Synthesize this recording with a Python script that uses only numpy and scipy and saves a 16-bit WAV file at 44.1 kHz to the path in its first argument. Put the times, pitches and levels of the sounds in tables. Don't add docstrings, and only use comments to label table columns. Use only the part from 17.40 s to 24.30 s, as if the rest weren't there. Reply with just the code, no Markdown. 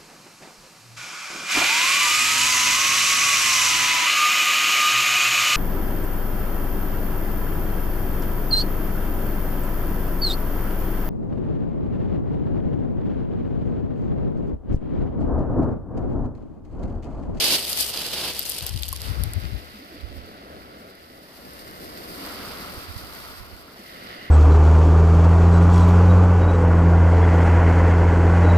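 import sys
import numpy as np
from scipy import signal
from scipy.fft import rfft, irfft, next_fast_len
from scipy.io import wavfile
from scipy.ndimage import uniform_filter1d

SR = 44100
rng = np.random.default_rng(int(sys.argv[2]) if len(sys.argv) > 2 else 0)


def digitize_waveform(pressure):
    field = np.atleast_2d(pressure).T
    bounded = np.clip(field, -1, 1)
    quanta = np.round(bounded * 32767).astype(np.int16)
    wavfile.write(sys.argv[1], SR, quanta)


N = 304290
T = np.arange(N) / SR
PORT_LAG_S = 0.00049
BANK_BEARING = -0.88

# time in seconds, bearing (-1 left, 1 right), spread in bearing.
BREAK_PATH = [(1.5, 0.54, 0.43), (2.3, 0.87, 0.28), (3.8, 0.98, 0.19), (4.1, -.92, 0.45),
              (4.68, -0.75, 0.51), (4.92, -0.13, 0.56), (5.4, -0.52, 0.2), (6.25, -0.48, 0.21),
              (6.42, 0.99, .26)]
# frequency in Hz, relative spectral density in dB.
ROAR_SPECTRUM = [(30, -15), (70, -1.5), (115, -7), (190, -0.5), (300, 0.5), (450, -2), (700, -1.5),
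                 (1000, -21), (2000, -34)]
SPLASH_SPECTRUM = [(500, -9.5), (850, -3), (1050, -0.5), (1350, 2.5), (1700, -5), (3000, -20), (6000, -43)]
PEBBLE_SPECTRUM = [(1000, -26), (1600, -4.5), (2000, 4), (2500, 0), (3300, -1.5), (5000, -8.5),
                   (7000, -13.5), (14000, -44)]
FIZZ_SPECTRUM = [(1500, -0.5), (3000, 0), (4500, 2), (6500, 1.5), (9000, -2), (12000, -1), (16000, 0.5)]

def surf():
    roar_db, splash_db, pebble_db, fizz_db = wave_levels()
    bearing, spread = curves(BREAK_PATH)
    breaker = shore(0.84 * bearing, 1.85 * spread, far_db=-5.5, churn_db=3, churn_hz=14)
    roar = unit(colour(breaker, ROAR_SPECTRUM)) * undb(roar_db)
    swash = shore(bearing, spread, far_db=-11, churn_db=1, churn_hz=22)
    splash = unit(colour(swash, SPLASH_SPECTRUM)) * undb(splash_db)
    stones = shore(bearing, 0.63, far_db=-9, churn_db=2, churn_hz=35)
    stones += grains(per_s=2500, spread_db=3)
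    pebbles = unit(colour(stones, PEBBLE_SPECTRUM)) * undb(pebble_db)
    bubbles = shore(BANK_BEARING, 0.1, far_db=-8, churn_db=5.5, churn_hz=36)
    bubbles += undb(0.5) * grains(per_s=7000, spread_db=3)
    foam = unit(colour(bubbles, FIZZ_SPECTRUM)) * undb(fizz_db)
    shield_db = np.interp(T, [1.56, 1.68], [-8, 0])
    return undb(shield_db) * (roar + splash + pebbles + foam)


# crest time in seconds, run-up length in seconds, build rate in dB per
# second, then the levels of roar, splash, pebbles and fizz in dB.
WAVES = [(1.67, 0.11, 57, -46.5, -43, -44.5, -43.5), (1.996, 0.33, 32, -53, -57, -48.3, -50),
         (2.604, 0.28, 33, -50.5, -55.5, -53, -58), (3.04, 0.32, 33, -46.5, -50.5, -54.5, -60),
         (4.16, 0.47, 42, -45, -47.5, -53, -48), (4.557, 0.12, 58, -44, -48, -49, -46),
         (4.836, 0.5, 107, -42.5, -40, -42, -39), (5.76, 0.09, 53, -47, -44.5, -48.5, -41.5),
         (6.4, 0.13, 294, -51, -53.5, -54, -47), (6.66, 0.096, 43, -48, -45.5, -44.5, -57)]
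# levels of roar, splash, pebbles and fizz in dB.
FAR_SURF_DB = (-53, -56, -55.5, -58.5)

def wave_levels():
    crests, lengths, builds, *layers = np.transpose(WAVES)
    water, foam = [], []
    for crest, length, build in zip(crests, lengths, builds):
        water.append(swell(crest, length, build, fall_db_s=19, sag_db_s=4))
        foam.append(swell(crest, length, 0.35 * build, fall_db_s=31, sag_db_s=4))
    return [power_sum(far_db, peaks_db, shapes)
            for far_db, peaks_db, shapes in zip(FAR_SURF_DB, layers, (water, water, water, foam))]


def shore(bearing, spread, far_db, churn_db, churn_hz, stretches=7):
    out, power = np.zeros((2, N)), 0
    angles = np.pi * ((np.arange(stretches) + 0.5) / stretches - 0.5)
    for place in np.sin(angles):
        far_ends = undb(far_db) * place ** 4
        weight = np.exp(-((place - bearing) / spread) ** 2) + far_ends
        water = weight * undb(churn_db * walk(churn_hz)) * rng.standard_normal(N)
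        out += arrive_from(place, water)
        power = power + weight ** 2
    return unit(out / np.sqrt(power))


# peak time in seconds, level in dB, half length in
# seconds, pitch in Hz.
AIR_POCKETS = [(2.356, -45, 0.016, 230), (2.417, -46.5, 0.023, 290), (2.55, -45, 0.027, 291),
               (4.827, -43.5, 0.034, 298.4), (6.402, -46, 0.011, 222.4)]

def plunges():
    out = np.zeros(N)
    for peak_s, db, half_s, hz in AIR_POCKETS:
        pitch_hz = hz * (1 + 0.11 * walk(60))
        phase = 2 * np.pi * np.cumsum(pitch_hz) / SR
        envelope = np.exp(-0.5 * ((T - peak_s) / half_s) ** 2)
        out += undb(db) * np.sqrt(2) * np.sin(phase) * envelope
    return out


# time in seconds, level in dB.
BACKWASH_LEVELS = [(1.9, -59), (3.7, -60), (4.3, -53), (5.2, -75), (6.33, -66), (6.46, -50), (6.7, -45),
                   (6.9, -42)]
# frequency in Hz, relative spectral density in dB.
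BACKWASH_SPECTRUM = [(1200, -26), (1700, -5), (1880, -1.5), (2080, -1), (2300, -22), (2900, -8),
                     (4000, -35)]

def backwash():
    level_db, = curves(BACKWASH_LEVELS)
    impacts = grains(per_s=5000, spread_db=-1.5, channels=1)[0]
    rattle = unit(colour(impacts, BACKWASH_SPECTRUM)) * undb(level_db)
    return arrive_from(BANK_BEARING, rattle)


# frequency in Hz, relative spectral density in dB.
RUB_SPECTRUM = [(40, -18), (150, -6), (350, -3), (600, -3.5), (1100, -8), (1800, -9.5), (3000, -1),
                (6000, -18)]
SWISH_SPECTRUM = [(1000, -31), (2000, -11), (3000, -1), (4000, -3.5), (5000, -6), (7000, -9),
                  (14000, -56.5)]
HISS_SPECTRUM = [(3000, -26), (6000, 0.5), (8000, 4.5), (10000, 3), (13000, -0.5), (16000, -0.5)]

def sleeve():
    rub_db, swish_db, hiss_db = stroke_levels()
    contact = np.interp(T, [1.62, 1.85], [1, 0])
    catch = walk(110)
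    rub = unit(colour(rng.standard_normal(N), RUB_SPECTRUM)) * undb(rub_db + 1.23 * catch)
    slowness = np.clip((-28.5 - swish_db) / 18, 0.1, 0.9)
    threads = grains(per_s=16000, spread_db=1) * np.sqrt(1 - slowness)
    threads += crinkles(per_s=690, spread_db=2.5, decay_s=0.00091) * np.sqrt(slowness)
    through_body = 0.24 * rng.standard_normal(N)
    swish = unit(colour(threads + through_body, SWISH_SPECTRUM)) * undb(swish_db + 1.25 * catch)
    hiss = unit(colour(threads, HISS_SPECTRUM)) * undb(hiss_db + 2 * catch)
    return contact * (rub + swish + hiss)


# start and length in seconds, then rub, swish and hiss levels in dB.
STROKES = [(0.0, 0.098, -29.5, -23, -26.5), (0.123, 0.028, -27, -22, -22.5),
           (0.304, 0.022, -39, -44, -26.5), (0.403, 0.029, -39, -28.5, -22.5),
           (0.484, .015, -41, -42, -28.5), (0.543, 0.12, -35.5, -35.5, -41), (0.737, 0.17, -32, -32.2, -35),
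           (.955, 0.052, -40.5, -41.5, -36.5), (1.067, 0.05, -44.5, -38.5, -31),
           (1.159, 0.13, -41.5, -43, -38), (1.63, 0.059, -43, -42.5, -40)]

def stroke_levels(creep_db=(-34.5, -33, -30.5), settle_db_s=8.5):
    starts, lengths, *layers = np.transpose(STROKES)
    shapes = [swell(s, length, rise_db_s=245, fall_db_s=335) for s, length in zip(starts, lengths)]
    return [power_sum(first_db - settle_db_s * T, peaks_db, shapes)
            for first_db, peaks_db in zip(creep_db, layers)]


def crinkles(per_s, spread_db, decay_s):
    releases = grains(per_s, spread_db, channels=1) ** 2
    energy = signal.lfilter([1], [1, -np.exp(-1 / (decay_s * SR))], releases)
    return unit(np.sqrt(energy) * rng.standard_normal((2, N)))


# start in seconds, peak level in dB, left minus right
# in dB, centre frequency in Hz.
SNAPS = [(.2957, -12, -3, 11000), (0.33, -11, .5, 5000), (0.415, -11, 2, 13000), (.993, -5.5, 2, 12100),
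         (1.0947, -9, 8, 12000), (1.099, -13, 10, 10000), (1.185, -15, 7, 9000), (1.208, -18.5, 12, 3580),
         (1.225, -18, 2, 9000), (1.2655, -13, 1, 10500), (1.293, -17, 10, 7000), (1.341, -22, 19, 4000),
         (1.3747, -18, 6, 3760), (1.424, -17, -5, 12000), (1.433, -9.5, 12, 3600), (1.4555, -28, 1, 8000),
         (1.4822, -20, 3, 4500), (1.4873, -12.5, 0, 12200), (1.528, -11.5, 0, 9800),
         (1.6172, -14, -7, 7500), (1.8362, -9.5, -3, 9600), (1.935, -17.5, -1.5, 8000),
         (3.552, -37, -5, 10000), (4.134, -29, -11, 10000), (5.735, -27.5, 0, 10000)]

def snaps(rise_s=0.00033, decay_s=0.00058, tail_s=0.0031, tail_db=-19, octaves=0.76, size=1024):
    out, t = np.zeros((2, N + size)), T[:size]
    f = frequencies(size)
    decay = np.exp(-t / decay_s) + undb(tail_db) * np.exp(-t / tail_s)
    envelope = (1 - np.exp(-t / rise_s)) * decay
    radiation = 1 / (1 + (2300 / f) ** 6)
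    for start_s, db, pan_db, hz in SNAPS:
        band = radiation / (1 + (np.log2(f / hz) / octaves) ** 2)
        crack = irfft(rfft(rng.standard_normal((2, size)) * envelope) * band)
        crack /= np.abs(crack).max(axis=1, keepdims=True)
        start = int(start_s * SR)
        out[:, start:start + size] += undb(db) * sides(pan_db) * crack
    return out[:, :N]


# peak level in dB, frequency in Hz, time to fall by 60 dB in seconds.
BODY_MODE = (-28, 1070, 0.044)

def knock(start_s=1.528):
    db, hz, t60 = BODY_MODE
    age = np.maximum(T - start_s, 0)
    return undb(db) * np.sin(2 * np.pi * hz * age) * np.exp(-np.log(1000) * age / t60)


# start and length in seconds, strength in dB, left minus right in dB.
GUSTS = [(0.102, 1.02, -50, -1), (1.337, 0.37, -36.5, 25), (1.67, 0.48, -37.5, 23), (2.644, 0.14, -41, -20),
         (3.14, .08, -52.5, 15), (4.05, .7, -55.5, 3), (4.9, 1.25, -51.5, -26)]
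# peak time in seconds, strength in dB, half length in seconds, left minus right in dB.
EDDIES = [(1.237, -32.5, 0.016, 22), (1.309, -29, 0.0093, 26), (1.354, -25, 0.018, 35),
          (1.418, -27.5, 0.01, 26), (1.512, -34.5, 0.024, 29), (1.703, -24, 0.023, 31),
          (1.807, -20.5, 0.026, 22), (1.854, -24.5, 0.025, 28), (1.915, -38, .025, -8),
          (1.973, -20, 0.012, 30), (2.054, -25.5, 0.021, 20), (2.146, -24.5, 0.019, 26),
          (2.645, -26, 0.0069, -36), (2.776, -34.5, 0.01, -27), (5.38, -39, 0.011, -23),
          (5.504, -34, .011, -26), (5.568, -32.5, 0.0079, -17), (5.642, -40.5, 0.015, -26),
          (6.013, -41, .02, -20), (6.137, -41.5, 0.014, -20)]
# frequency in Hz, relative level in dB.
BUFFET_SPECTRUM = [(20, -13), (40, -13), (55, 6.5), (75, 6.5), (130, -7.5), (235, -25), (400, -33.5),
                   (1000, -65), (3000, -80)]
DEEP_FILTER = [(80, 3), (130, -17)]

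def wind(breeze_db=-67, neutral_db=-31.5, brightening=0.29):
    power = undb(breeze_db) ** 2
    for start_s, length, db, pan_db in GUSTS:
        gust = undb(db + swell(start_s, length, rise_db_s=126, fall_db_s=101))
        power = power + (sides(pan_db) * gust) ** 2
    for peak_s, db, half_s, pan_db in EDDIES:
        power = power + (undb(db) * sides(pan_db)) ** 2 * np.exp(-((T - peak_s) / half_s) ** 2)
    strength = np.sqrt(power)
    flow = colour(rng.standard_normal((2, N)), BUFFET_SPECTRUM)
    local_power = uniform_filter1d(uniform_filter1d(flow ** 2, size=1100), size=700)
    flow /= np.sqrt(local_power)
    deep = colour(flow, DEEP_FILTER)
    upper_gain = (strength / undb(neutral_db)) ** brightening
    return strength * (deep + (flow - deep) * upper_gain)


def undb(db):
    return 10 ** (np.asarray(db) / 20)


def unit(x):
    return x / np.sqrt(np.mean(x ** 2))


def curves(table):
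    times, *columns = np.transpose(table)
    return [np.interp(T, times, column) for column in columns]


def frequencies(size):
    return np.maximum(np.fft.rfftfreq(size, 1 / SR), 1)


def response(points, size):
    hz, db = np.transpose(points)
    return undb(np.interp(np.log(frequencies(size)), np.log(hz), db))


def colour(x, points):
    size = next_fast_len(N + 2048, True)
    return irfft(rfft(x, size) * response(points, size), size)[..., :N]


def walk(rate_hz):
    knots = rng.standard_normal(4096)
    return np.interp(T * rate_hz, np.arange(len(knots)), knots)


def grains(per_s, spread_db, channels=2):
    shape = (channels, N)
    strength = undb(spread_db * np.minimum(rng.standard_exponential(shape), 6))
    hits = rng.random(shape) < per_s / SR
    return unit(hits * strength * rng.standard_normal(shape))


def sides(pan_db):
    gains = undb(np.array([[pan_db], [-pan_db]]) / 2)
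    return gains / np.sqrt(np.mean(gains ** 2))


def arrive_from(bearing, x):
    return np.array([np.roll(x, int(round(bearing * PORT_LAG_S * SR))), x])


def swell(start, length, rise_db_s, fall_db_s, sag_db_s=0):
    age = T - start
    rise = rise_db_s * np.minimum(age, 0)
    return rise - sag_db_s * np.clip(age, 0, length) - fall_db_s * np.maximum(age - length, 0)


def power_sum(floor_db, peaks_db, shapes_db):
    swells = sum(undb(peak + shape) ** 2 for peak, shape in zip(peaks_db, shapes_db))
    return 10 * np.log10(undb(floor_db) ** 2 + swells)


def scene():
    return surf() + backwash() + plunges() + sleeve() + snaps() + knock() + wind()


def port(x, points, size=2048):
    cepstrum = irfft(np.log(response(points, size)))
    cepstrum[1:size // 2] *= 2
    cepstrum[size // 2 + 1:] = 0
    impulse_response = irfft(np.exp(rfft(cepstrum)))
    return signal.oaconvolve(x, impulse_response)[:N]


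# frequency in Hz, gain in dB.
LEFT_PORT = [(1100, 1), (1400, -1), (1800, -3), (2800, -1), (5000, -2.5), (7400, -5), (8200, 0.5),
             (10500, 2), (13700, 6.5), (15300, -9.5)]
RIGHT_PORT = [(500, 1), (1050, -3.5), (1400, 0.5), (1800, 0), (2050, 0), (2350, -4), (2900, -2), (3400, 0),
              (4300, 4.5), (4850, 9.5), (5200, 2), (5550, 0.5), (6200, -12.5), (8000, -14.5), (9200, -4.5),
              (10500, -1.5), (13200, -4), (14500, -30)]

def record(dry):
    ports = np.array([port(dry[0], LEFT_PORT), port(dry[1], RIGHT_PORT)])
    low_pass = signal.ellip(10, 0.2, 80, 15300, fs=SR, output="sos")
    return signal.sosfilt(low_pass, ports)


dry = scene()
out = record(dry)
digitize_waveform(out)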